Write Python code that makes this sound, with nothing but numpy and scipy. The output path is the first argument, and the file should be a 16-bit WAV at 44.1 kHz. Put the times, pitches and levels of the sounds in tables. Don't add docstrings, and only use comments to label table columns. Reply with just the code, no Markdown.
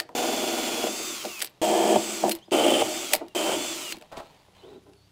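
import sys
import numpy as np
from scipy import signal
from scipy.fft import rfft, irfft, next_fast_len
from scipy.io import wavfile
from scipy.ndimage import map_coordinates

SR = 44100
rng = np.random.default_rng(int(sys.argv[2]) if len(sys.argv) > 2 else 0)


def pcm_store(signal):
    levels = np.round(np.clip(np.atleast_2d(signal), -1, 1) * 32767)
    wavfile.write(sys.argv[1], SR, levels.astype(np.int16).T)


def level_to_linear(level):
    exponent = np.asarray(level, float) / 20
    return 10 ** exponent


N = 225351
TIME = np.arange(N) / SR

# start_s of each take, then the end
TAKES = [
    0,
    .1495,
    1.6155,
    2.5155,
    3.349,
    4.1155,
    5.2,
]
# through_s (saw breaks through), off_s (trigger let go), brake_s (brake bites)
RUNS = [
    (.878, 1.092, 1.402),
    (1.964, 2.142, 2.288),
    (2.82, 3.008, 3.128),
    (3.545, 3.708, 3.915),
]
# regular_share (0-1), wobble_phase_turns, wobble_on_pipe_db, wobble_on_grit_db
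HOLES = [
    (0.52, 0.75, 3, 4),
    (0.74, 0.14, 0.5, -0.5),
    (0.83, 0.45, 1, 0.5),
    (0.53, 0.58, -0.5, 1),
]
# loaded_mesh_db, its side_tones_db, commutator_db, load_effect_on_commutator_db
TONES = [
    (-52, -9, -42, 3.5),
    (-36.5, -16, -45.5, 1),
    (-32, -11, -41, -3),
    (-34.5, -14, -39, 5),
]
# pitch_hz, width_hz
PIPE = [(135, 50), (213, 14), (268, 35), (333, 20), (375, 35), (470, 35), (540, 40), (610, 30), (700, 45),
        (775, 50), (915, 50), (1010, 70), (1200, 90), (1420, 120), (1740, 90)]
SAW_GEAR = 14.33
UNLOAD_S = .01
SURGE_DB, SURGE_RISE = 3.5, 20.6
LET_GO, STOP = 1800, 990


def unit(x):
    return x / np.sqrt(np.mean(x ** 2) + 1e-20)


def along(points, hz):
    f, v = np.transpose(points)
    return np.interp(np.log(hz + 1), np.log(f + 1), v)


def wobble(rate):
    step = 16
    knots = rng.standard_normal(int(N * rate / SR) + 4)
    return np.repeat(map_coordinates(knots, [TIME[::step] * rate]), step)[:N]


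def filtered(x, response):
    m = next_fast_len(len(x) + SR // 4)
    return irfft(rfft(x, m) * response(np.fft.rfftfreq(m, 1 / SR)), m)[:len(x)]


def noise(spectrum, grain_db):
    grains = rng.standard_normal(N) * level_to_linear(grain_db * wobble(700))
    return unit(filtered(grains, lambda hz: level_to_linear(along(spectrum, hz))))


def stroke(t, s, held_s, rise, fall):
    before = np.clip(s - t, 0, .5)
    after = np.clip(t - s - abs(held_s), 0, .5)
    return level_to_linear(-abs(rise) * before - abs(fall) * after)


def dying(t, db, hz, t60):
    return level_to_linear(db - 60 * t / t60) * np.sin(2 * np.pi * hz * t)


def shed(x):
    # pitch_hz, t60_s
    echo_t60 = [
        (200, 0.18),
        (2000, 0.29),
        (12000, 0.12),
    ]
    hz, t, z = signal.stft(rng.standard_normal(SR // 2), SR, nperseg=256)
    tail = signal.istft(z * level_to_linear(-60 * t / along(echo_t60, hz)[:, None]), SR, nperseg=256)[1]
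    tail = tail / np.linalg.norm(tail)
    cuts = [min(round(s * SR), N) for s in TAKES]
    return np.concatenate([signal.fftconvolve(x[a:b], tail)[:b - a] for a, b in zip(cuts, cuts[1:])])


def outdoor_air():
    # pitch_hz, level_db per Hz
    air_colour = [(12, -42), (20, -25), (79, -4), (184, 2), (237, -9.5), (521, -7.5), (652, -9.5),
                  (1790, -17.5), (3520, -14.5), (14700, -30.5), (16500, -46.5)]
    return level_to_linear(-63.5) * noise(air_colour, grain_db=1.2)


def far_engine():
    # pitch_hz, level_db
    hum_tones = [
        (64.6, -68.5),
        (96.9, -64.5),
        (129.2, -72),
        (185, -72.5),
        (295, -73),
    ]
    hum = sum(level_to_linear(db + 1.0 + 1.5 * wobble(3.7)) * np.sin(2 * np.pi * hz * TIME) for hz, db in hum_tones)
    return hum * np.clip(TIME - 3.7, .3, 1.1)


def birds():
    # start_s, end_s, start_hz, end_hz, level_db
    chirps = [(2.38, 2.42, 2980, 2900, -63), (2.446, 2.47, 4950, 5000, -65),
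              (2.417, 2.449, 2850, 3700, -54), (3.27, 3.345, 2850, 2750, -61),
              (4.535, 4.57, 2850, 2950, -66), (4.545, 4.58, 3200, 3150, -65), (4.575, 4.6, 3200, 3750, -64),
              (4.578, 4.62, 4080, 4020, -65), (4.6, 4.63, 2980, 3000, -61), (4.625, 4.655, 3000, 3250, -62),
              (4.635, 4.665, 3450, 3650, -61), (4.66, 4.7, 3680, 3720, -62), (4.68, 4.712, 4100, 3750, -64),
              (4.715, 4.745, 3850, 3720, -66), (4.74, 4.765, 3780, 3980, -61),
              (4.775, 4.8, 3500, 3550, -67), (4.25, 4.33, 4200, 4250, -68), (4.36, 4.44, 4550, 4650, -71),
              (4.95, 5.04, 4450, 4350, -69), (5.02, 5.09, 4700, 4600, -70), (4.4, 4.56, 10500, 10200, -79),
              (4.8, 5.02, 10500, 10100, -78)]
    out, waver, flutter = np.zeros(N), wobble(150), wobble(70)
    for s0, s1, hz0, hz1, db in chirps:
        over_db = -30 + 1.5 * abs(np.log2(hz1 / hz0)) / (s1 - s0)
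        part = slice(round(s0 * SR), round(s1 * SR))
        u = np.linspace(0, 1, part.stop - part.start)
        pitch = (hz0 + (hz1 - hz0) * u) * (1 + 50 / hz0 * waver[part])
        phase = 2 * np.pi * np.cumsum(pitch) / SR
        swell = level_to_linear(db + 2.2 * flutter[part]) * np.abs(np.sin(np.pi * u)) ** .5
        out[part] += swell * (np.sin(phase) + level_to_linear(over_db) * np.sin(2 * phase))
    return out + level_to_linear(-7) * shed(out)


def shuffling():
    # pitch_hz, level_db per Hz
    rustle_colour = [(530, -1.5), (900, 1.5), (1530, -14.5), (1810, -8.5), (3780, -9), (5780, -20.5),
                     (6640, -18), (14000, -29)]
    # start_s, level_db, held_s, dying_db_per_s
    scuffs = [(1.48, -59.5, 0.075, 170), (2.36, -43, 0, 330), (2.438, -66, 0.22, 900),
              (3.17, -41.5, 0, 200), (3.278, -64, 0.089, 128), (3.94, -44.5, 0.016, 303),
              (4.014, -59.5, 0.12, 502), (4.119, -44.5, 0.014, 498), (4.173, -39.5, 0.016, 499),
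              (4.22, -53, 0.033, 38), (4.56, -57.5, .195, 899.5)]
    take = np.searchsorted(TAKES, TIME, "right")
    level = np.zeros(N)
    for s, db, held_s, fall in scuffs:
        level += level_to_linear(db) * stroke(TIME, s, held_s, 850, fall) * (take == take[round(s * SR)])
    return level * level_to_linear(-2.5) * noise(rustle_colour, grain_db=3)


def bench():
    # start_s, peak_db
    thumps = [
        (1.958, -36),
        (2.239, -43),
        (2.295, -52),
        (2.817, -38),
        (3.531, -46),
    ]
    # pitch_hz, level_db, t60_s
    planks = [
        (102, 0, 0.14),
        (136, -2.5, 0.22),
    ]
    out, t = np.zeros(N + SR), np.arange(SR // 4) / SR
    for s, db in thumps:
        sway = sum(dying(t, db + level, hz, t60) for hz, level, t60 in planks)
        out[round(s * SR):][:len(t)] += (1 - np.exp(-t / 0.0092)) * sway
    return out[:N]


def chuck_and_spring():
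    # pitch_hz, level_db, t60_s
    chuck_tones = [
        (980, -1, 0.023),
        (1235, -17, 0.14),
        (1826, 6.5, 0.028),
        (3500, -17, 0.036),
        (4900, -33, .15),
    ]
    # start_s, level_db, brightness_db per octave
    taps = [
        (.0002, -33, 3.5),
        (0.0921, -30, -26),
    ]
    # start_s, level_db
    twangs = [
        (2.319, -33),
        (3.15, -36),
        (3.924, -36),
    ]
    out, t = np.zeros(N), np.arange(SR // 4) / SR
    for s, db, tilt_db in taps:
        out[round(s * SR):][:len(t)] += sum(dying(t, db + level + tilt_db * np.log2(hz / 930), hz, t60)
                                            for hz, level, t60 in chuck_tones)
    for s, db in twangs:
        out[round(s * SR):][:len(t)] += dying(t, db, 4200, .09)
    return out


def clacks():
    # start_s, peak_db, top_over_middle_db, steel_ring_db
    contacts = [(0.0002, -14.5, -8.5, -17), (0.09, -46.5, -9, -14), (1.252, -25, -6, -25),
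                (1.3935, -31, 0, -23), (1.4042, -22.5, -10, -24), (1.414, -26, -7, -16),
                (1.4177, -13.5, -14, -18), (1.4225, -16, 0.5, -15), (1.4452, -23, 0.5, -9),
                (1.4566, -31, -4, -7), (1.464, -31.5, -8, -20), (1.473, -30.5, -20, -16),
                (1.494, -53, -8, 4), (2.294, -20, 3, -17), (2.3077, -31, -6, -20), (2.312, -22, 0, -19),
                (2.3148, -20, -9, -20), (2.3184, -16.5, -2, -8.5), (2.3508, -32, 4.5, -11),
                (2.357, -43, -5, -18), (2.387, -44, -12, -14.5), (2.51, -31.5, -25, -6),
                (3.1317, -23, 3, -20), (3.1341, -10, 3, -22), (3.1362, -12.5, 3, -23),
                (3.143, -29, -3, -20), (3.1495, -23.5, -2, -12), (3.1508, -16.5, -1, -11),
                (3.161, -32, -7, -8), (3.283, -40.5, -6, -21), (3.646, -33, -10, -25),
                (3.906, -38, -3, -19), (3.919, -27.5, -8, -19), (3.923, -18.5, -9, -14),
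                (3.958, -43, -6, -23), (3.968, -40, -5.5, -24), (3.984, -46, -3, -16),
                (4.0123, -38, -11, -17), (4.023, -40, -13, -14), (4.17, -32, -33, -17),
                (4.1994, -42, -14, -14), (4.27, -51, -20, -14), (4.347, -50, -22, -10),
                (4.55, -52, -22, -14), (4.934, -50, -22, -14)]
    # pitch_hz, level_db, t60_s
    steel_tones = [
        (2400, -16, .04),
        (4080, -11, .04),
        (4750, -16, .05),
        (7650, -11, .06),
        (11780, -14, .07),
        (12390, .1, .04),
        (13160, -3.5, .047),
        (14200, -5, .045),
        (14640, -5, .03),
    ]
    # pitch_hz, width_hz, level_db
    jaw_tones = [
        (2570, 830, -8),
        (4660, 600, -8),
        (7870, 250, 1.5),
        (9480, 950, 0.5),
        (12300, 360, -6.5),
        (14700, 800, -7.5),
    ]
    middle, top, steel = np.zeros((3, N + SR))
    t = np.arange(SR // 4) / SR
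    ragged_db = np.pad(4 * wobble(350), (0, SR))
    for s, db, top_db, ring_db in contacts:
        part = slice(round(s * SR), round(s * SR) + len(t))
        crack = level_to_linear(-60 * t / 0.0075)
        rattle = 0.13 * level_to_linear(ragged_db[part] - 60 * t / 0.066)
        fade = (crack + rattle) * (1 - np.exp(-t / 0.00032))
        ring = sum(dying(t, level + rng.normal(0, 2.2), hz, t60) for hz, level, t60 in steel_tones)
        middle[part] += level_to_linear(db + 4.0) * fade * rng.standard_normal(len(t))
        top[part] += level_to_linear(db + top_db) * 0.86 * fade * rng.standard_normal(len(t))
        steel[part] += level_to_linear(db + top_db + ring_db) * ring * (1 - np.exp(-t / .001))
    low = signal.sosfilt(signal.butter(2, [1400, 5500], "band", fs=SR, output="sos"), middle[:N])
    high = signal.butter(1, 3500, "high", fs=SR, output="sos")

    def jaws(f):
        ringing = sum(level_to_linear(db) * 1j * f * w / (hz * hz - f * f + 1j * f * w) for hz, w, db in jaw_tones)
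        return 1.56 * (0.59 + ringing)

    cracks = filtered(low + signal.sosfilt(high, top[:N]), jaws)
    return chuck_and_spring() + signal.sosfilt(high, steel[:N]) + cracks


def shaft():
    speeds = [
        (292, 281, 301.8),
        (282, 281, 299.5),
        (273, 272.5, 297.3),
        (275, 274, 291.7),
    ]
    speed = np.zeros(N)
    for cut, (through, off, _), (cutting, bogged, free) in zip([0] + TAKES[2:], RUNS, speeds):
        eased = through - UNLOAD_S
        loaded = cutting + (bogged - cutting) * np.clip((TIME - cut) / (eased - cut), 0, 1) ** 2
        run_up = (free - bogged) * (1 - np.exp(-np.clip(TIME - eased, 0, None) / .046))
        coast = 320 * np.clip(TIME - off, 0, .4)
        speed = np.where(TIME >= cut, loaded + run_up - coast, speed)
    return speed


def power(hole):
    cut, (through, _, brake) = TAKES[hole + 1], RUNS[hole]
    on = stroke(TIME, cut, brake - .01 - cut, 0, 4 * STOP) * (TIME >= cut)
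    return on, stroke(TIME, cut, through - cut, 0, LET_GO)


def saw_lean(turns, hole):
    start = turns[round(TAKES[hole + 1] * SR)]
    return np.cos(2 * np.pi * ((turns - start) / SAW_GEAR - HOLES[hole][1]))


def motor_hiss(speed, turns):
    # pitch_hz, level_db per Hz
    hiss_colour = [(590, -12.5), (1000, -2), (1330, 2), (1680, -7), (2330, 4.5), (3510, 0), (3990, -0.5),
                   (6930, 1), (7520, -5), (9070, -6.5), (15200, -10.5), (15900, -21), (16500, -55)]
    # pitch_hz, width_hz, level_db
    shell_tones = [
        (2270, 460, -1),
        (3960, 298, -2.5),
        (5570, 400, -2.5),
        (4780, 87, 4.5),
        (7570, 380, 3.5),
        (11100, 680, 1),
        (13060, 1400, -2.5),
        (14950, 500, 5.5),
    ]
    hiss = noise(hiss_colour, grain_db=1.0)
    hiss = unit(filtered(hiss, lambda f: level_to_linear(sum(db / (1 + (2 * (f - hz) / width) ** 2)
                                                 for hz, width, db in shell_tones))))
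    top = filtered(hiss, lambda f: 1 / (1 + (8600 / (f + 1)) ** 8))
    top_keeps = level_to_linear(-8.5 * np.log2(speed / 300))
    return (hiss - top + top * top_keeps) * level_to_linear(1.3 * np.cos(2 * np.pi * turns))


def teeth_grit():
    # pitch_hz, level_db per Hz
    grit_colour = [(880, -19.5), (1500, -13), (2450, -3.5), (2800, 0), (3120, 0.5), (3500, -4.5),
                   (3930, -16.5), (5810, -18), (8170, -16.5), (9990, -15), (15400, -45), (16000, -13),
                   (16500, -61)]
    grit = noise(grit_colour, grain_db=3.0)
    grit = filtered(grit, lambda f: level_to_linear(5 / (1 + ((f - 8600) / 700) ** 2)))
    sizzle = unit(filtered(grit, lambda f: np.exp(-((f - 7750) / 690) ** 2)))
    return grit, sizzle


def hiss_and_grit(speed, turns):
    # hiss_db, cutting_grit_db, free_grit_db, rim_sizzle_over_hiss_db
    rush_levels = [
        (-36, -39.5, -62, -40),
        (-36.5, -37, -37.5, -7),
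        (-36, -29.5, -33.5, -9),
        (-36, -35.5, -33.5, -10),
    ]
    hiss, (grit, sizzle) = motor_hiss(speed, turns), teeth_grit()
    out = np.zeros(N)
    for hole, (hiss_db, grit_db, free_db, sizzle_db) in enumerate(rush_levels):
        cut, (through, _, brake) = TAKES[hole + 1], RUNS[hole]
        running = stroke(TIME, cut, brake - cut, 0, STOP) * (TIME >= cut)
        cutting = power(hole)[1]
        braking = 1 + (level_to_linear(5) - 1) * stroke(TIME, brake, 1, 810, 0)
        surge = 1 + (level_to_linear(SURGE_DB) - 1) * stroke(TIME, through, 1, SURGE_RISE, 0)
        fan = level_to_linear(hiss_db + 14.5 * np.log2(speed / 300) + 3.5 * cutting) * braking
        free_grit = level_to_linear(free_db) * (1 - cutting) * stroke(TIME, through, 0, 0, 27) * braking
        load = level_to_linear(grit_db) * cutting * surge + free_grit
        out += running * fan * (hiss + level_to_linear(sizzle_db) * sizzle)
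        out += level_to_linear(HOLES[hole][3] * saw_lean(turns, hole) - 4.5) * running * load * grit
    return out


def tone(turns, order, rough_db):
    return level_to_linear(rough_db * wobble(25.07)) * np.sin(2 * np.pi * (order * turns + rng.random()))


def gear_whine(speed, turns):
    whine_orders = [4, 5, 15, 16, 17, 20, 21, 22, 23, 25, 26, 27, 30, 31, 32, 35, 36, 37, 40, 45, 50]
    free_strengths = [-9, -5.5, -1.5, -8, -6, -2, -5, -2, -7, -4, -1.5, -11, -4, -9, -8, -8, -8, -12, -10,
                      -14, -10]
    loaded_strengths = [-12, -4, -1, -12, -16, -9, -13, -10, -16, -7, -3, -18, -7, -14, -14, -13, -13, -16,
                        -12, -16, -16]
    # cutting_db, free_db, orders_from_30_up_db
    whine_levels = [
        (-44, -46, 0),
        (-52, -45, -4),
        (-52, -47, -4),
        (-50, -45, -5),
    ]
    # pitch_hz, half_width_hz, lift_db
    shell_lift = (7500, 380, 6)
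    lift_hz, lift_width, lift_db = shell_lift
    lines = []
    for order in whine_orders:
        fade = (speed / 300) ** (.2 * order)
        lift = level_to_linear(lift_db / (1 + ((order * speed - lift_hz) / lift_width) ** 2))
        lines.append(fade * lift * tone(turns, order, 2.2))
    lines = np.array(lines)
    laden = level_to_linear(loaded_strengths) @ lines
    low, shrill = level_to_linear(free_strengths[:12]) @ lines[:12], level_to_linear(free_strengths[12:]) @ lines[12:]
    out = np.zeros(N)
    for hole, (cut_gain, free_gain, shrill_gain) in enumerate(level_to_linear(whine_levels)):
        on, busy = power(hole)
        out += on * (cut_gain * busy * laden + free_gain * (1 - busy) * (low + shrill_gain * shrill))
    return out


def commutator(speed, turns):
    # pitch_hz, depth_db, width_hz
    echo_dips = [
        (2960, -22, 80),
        (3560, -4, 80),
        (3500, -6, 60),
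        (3240, -14, 90),
    ]
    bars, out = tone(turns, 12, 1.4), np.zeros(N)
    for hole, (null_hz, null_db, width) in enumerate(echo_dips):
        on, busy = power(hole)
        bars_db, load_db = TONES[hole][2:]
        dip_db = null_db / (1 + ((12 * speed - null_hz) / width) ** 4)
        out += on * level_to_linear(bars_db + load_db * busy + dip_db) * bars
    return out


def gear_mesh(turns):
    # pitch_swing_radians, level_swing_db
    mesh_swings = [
        (1, 3),
        (.4, 0),
        (2, 5),
        (.4, 1),
    ]
    order, out = 11.26, np.zeros(N)
    side = tone(turns, order - 1, 4) + .4 * tone(turns, order + 1.5, 4)
    for hole, (swing, sway_db) in enumerate(mesh_swings):
        lean, (mesh_db, side_db) = saw_lean(turns, hole), TONES[hole][:2]
        mesh = level_to_linear(wobble(25)) * np.sin(2 * np.pi * order * turns + swing * lean)
        loaded = (TIME > TAKES[hole + 1]) * (TIME < RUNS[hole][0] + UNLOAD_S)
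        out += level_to_linear(mesh_db + sway_db * lean) * (mesh + level_to_linear(side_db) * side) * loaded
    return out


def drill(speed, turns):
    return hiss_and_grit(speed, turns) + gear_whine(speed, turns) + commutator(speed, turns) + gear_mesh(turns)


def saw_teeth(bite_db, uneven_db):
    size = level_to_linear(np.full(1025, uneven_db))
    size[::4] = 1
    size[12:52:4] = level_to_linear(bite_db)
    return unit(irfft(size * np.exp(2j * np.pi * rng.random(len(size)))))


def saw_force(turns):
    bite_strengths = [
        (5.5, -3.5, -2, 3.5, -14.5, 0.5, 5.5, 3.5, -4, 5),
        (-13.5, -7, 4, 2.5, -3, 4.5, 6, 0.5, -1, -6.5),
        (-6.5, 0.5, -5.5, -1, 7, -5, -4, -1.5, 1, -11.5),
        (1, 1.5, 5.5, -10, 0.5, -3.5, 4, -10.5, -5.5, -8.5),
    ]
    uneven_teeth = [
        -8.5,
        -5.5,
        -11,
        -5.5,
    ]
    force = unit(rng.standard_normal(N) * level_to_linear(0.85 * wobble(45)))
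    for hole, bite in enumerate(zip(bite_strengths, uneven_teeth)):
        regular, _, pipe_db, _ = HOLES[hole]
        near, far = saw_teeth(*bite), saw_teeth(*bite)
        rock = .6 * wobble(8)
        place = (turns / SAW_GEAR + .003 * wobble(30)) % 1
        tooth = (place * len(near)).astype(int)
        bites = np.cos(rock) * near[tooth] + np.sin(rock) * far[tooth]
        mix = np.sqrt(regular) * bites + np.sqrt(1 - regular) * force
        cutting = level_to_linear(pipe_db * saw_lean(turns, hole)) * mix
        force = np.where((TIME > TAKES[hole + 1] - .06) & (TIME < RUNS[hole][0]), unit(cutting), force)
    return force


def pipe_levels(t, take):
    # cutting_db, deep_over_it_db, growth_db_per_s, free_rubbing_db, deep_over_rubbing_db
    presses = [
        (-27.5, -4, -15, -36, 3.5),
        (-25, -1, -0.5, -30.5, 3.5),
        (-21, 2.5, -20.5, -31, 0),
        (-32.5, -7, 26, -34, 2.5),
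    ]
    # start_s, level_db, deep_over_it_db, held_s, dying_db_per_s
    rubs = [(0, -38.5, -6, 0.012, 404), (.094, -47.5, -5, 0.022, 500), (.992, -42, -1, 0.0029, 154),
            (1.25, -34.5, 3, 0, 350), (1.421, -38.5, -3.5, 0, 359), (2.238, -20, -1.5, 0.013, 254),
            (2.289, -37, 13, 0, 312), (3.136, -20, -7.5, 0, 500), (3.219, -33.5, 0.5, 0, 341),
            (3.924, -57, 11, 0.044, 300), (4.02, -44.5, -17, 0, 495), (4.116, -40.5, -20, 0.04, 500),
            (4.184, -36.5, -14, 0.018, 600), (4.22, -49, -22, 0, 122), (4.633, -58, 13.5, 0.14, 400),
            (4.867, -61, 10, 0.039, 189.5)]
    deep_growth = [
        -1,
        30,
        21,
        -27,
    ]
    deep_early = [
        0,
        0,
        .04,
        0,
    ]
    deep, wall = np.zeros((2, len(t))) + 1e-4
    for s, db, deep_db, held_s, fall in rubs:
        if TAKES[take] - .01 <= s < TAKES[take + 1]:
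            rub = level_to_linear(db) * stroke(t, s, held_s, 750, fall)
            deep, wall = np.hypot(deep, level_to_linear(deep_db) * rub), np.hypot(wall, rub)
    if 0 < take <= len(RUNS):
        hole = take - 1
        through, _, brake = RUNS[hole]
        db, deep_db, growth, free_db, free_deep_db = presses[hole]
        pressed = level_to_linear(db + growth * (np.minimum(t, through) - TAKES[take]))
        cutting = pressed * stroke(t, through, 0, 0, LET_GO)
        shaking = pressed * stroke(t, through - deep_early[hole], 0, 0, 330)
        free = level_to_linear(free_db) * stroke(t, through, 0, 0, 45.2) * stroke(t, brake, 0, 0, STOP)
        surge = 1 + (level_to_linear(SURGE_DB) - 1) * stroke(t, through, 1, SURGE_RISE, 0)
        sink_db = deep_growth[hole] * (t - (through + TAKES[take]) / 2)
        deep_cut = level_to_linear(deep_db + sink_db) * shaking * surge ** 0.33
        deep = np.hypot(deep, np.hypot(deep_cut, level_to_linear(free_deep_db) * free))
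        wall = np.hypot(wall, np.hypot(cutting * surge, free))
    return deep, wall


def pipe(blows, hold, modes):
    stirred = [
        (-23, -6.5, -7.5, 1.2, -3, 0.5, -3.5, 3.5, -0.5, -1, -7.5, -12, -16, -14, -14),
        (-105, -3, -12.5, 1.5, -4, -2.5, -5, 3, 0.5, -2, -3.5, -13, -16.5, -23.5, -13.5),
        (-21, -7, -5, 1.8, -3, -4.5, -8, 4, -2, -1.5, -7.5, -15.5, -14, -15.5, -27.5),
        (-18.5, -8.5, -9.5, 1.5, -5.5, -5, -8, 0, -7, -6.5, -9, -12.5, -17, -16.5, -22),
        (-13.5, -9, -6.5, 0, -0.5, -5.5, -3.5, -0.5, -5.5, -5, -7.5, -9.5, -9.5, -12, -14),
    ]
    up = 1.092 if hold == len(stirred) - 1 else 1

    def response(f):
        ringing = 0
        for k in modes:
            hz, width = PIPE[k]
            ringing = ringing + ((-1) ** k * level_to_linear(stirred[hold][k]) * 1j * f * width
                                 / ((up * hz) ** 2 - f * f + 1j * f * width))
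        return ringing * f ** 4 / (f ** 4 + 140 ** 4) / (1 + (f / 1700) ** 4)

    return filtered(blows, response)


def drumming(force):
    # start_s, peak_db, deep_over_wall_db
    knocks = [(0.091, -43, 0), (0.835, -8.5, -12), (0.85, -16, -6), (0.865, -10, -4), (0.879, -14, 1),
              (1.244, -17, 0), (1.252, -17, -4), (1.627, -5, -10), (1.872, -13, 0), (1.922, -4.5, -3),
              (1.957, 1, -2), (1.965, -6, 0), (2.235, -0.5, -3), (2.261, -19, 2), (2.278, -9, -11),
              (2.478, -32.5, 10), (2.525, -14, 6), (2.539, -7, 3), (2.661, -5, 6), (2.679, -4, 6),
              (2.716, -2.5, 2.5), (2.818, 1.5, -8), (3.133, -15, -6), (3.211, -14.5, -6), (3.217, -20, -12),
              (3.228, -27, -6), (3.488, -6, -6), (3.525, -16, -11), (3.541, -17, -6), (3.645, -14, -9),
              (3.921, -26.5, 10), (3.967, -33, 13), (4.008, -41, 12), (4.156, -33, 0), (4.1693, -17.5, 0.5),
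              (4.186, -35, 5), (4.197, -25, 0), (4.234, -39, 3), (4.48, -37, 1), (4.646, -36, 3),
              (4.676, -33, 0), (4.864, -36.5, 2)]
    push = np.hanning(24)
    blows, out, early = np.zeros((2, N)), np.zeros(N), SR // 20
    for s, db, deep_db in knocks:
        blows[:, round(s * SR):][:, :len(push)] = level_to_linear([[db + deep_db + 7], [db + 8]]) * push
    groups = range(5), range(5, len(PIPE))
    for take in range(len(TAKES) - 1):
        a, b = round(TAKES[take] * SR), min(round(TAKES[take + 1] * SR), N)
        part, hold = slice(max(a - early, 0), b), max(take - 1, 0)
        for level, blow, modes in zip(pipe_levels(TIME[part], take), blows, groups):
            scale = np.std(pipe(force[part], hold, modes))
            drive = level_to_linear(-2.5) * level * force[part] / scale + blow[part]
            out[a:b] += pipe(drive, hold, modes)[a - b:]
    return out


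def scene():
    fade_in = [
        .001,
        .003,
        .0007,
        .006,
        .0015,
        .001,
    ]
    speed = shaft()
    turns = np.cumsum(speed * (1 + .0015 * wobble(30))) / SR
    motor, hits = drill(speed, turns), clacks()
    steady = outdoor_air() + far_engine() + birds() + shuffling() + bench()
    steady += motor + drumming(saw_force(turns))
    steady += level_to_linear(-30) * shed(motor) + level_to_linear(-19.5) * shed(hits)
    take = np.searchsorted(TAKES, TIME, "right") - 1
    steady *= np.clip(.05 + (TIME - np.take(TAKES, take)) / np.take(fade_in, take), 0, 1)
    steady = filtered(steady, lambda hz: np.clip((15950 - hz) / 250, 0, 1))
    hits = filtered(hits, lambda hz: np.clip((16450 - hz) / 900, 0, 1))
    return (steady + hits)[None]


def top_cut(x):
    return signal.sosfilt(signal.butter(12, 16660, fs=SR, output="sos"), x)


def record(dry):
    return top_cut(dry)


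dry = scene()
out = record(dry)
pcm_store(out)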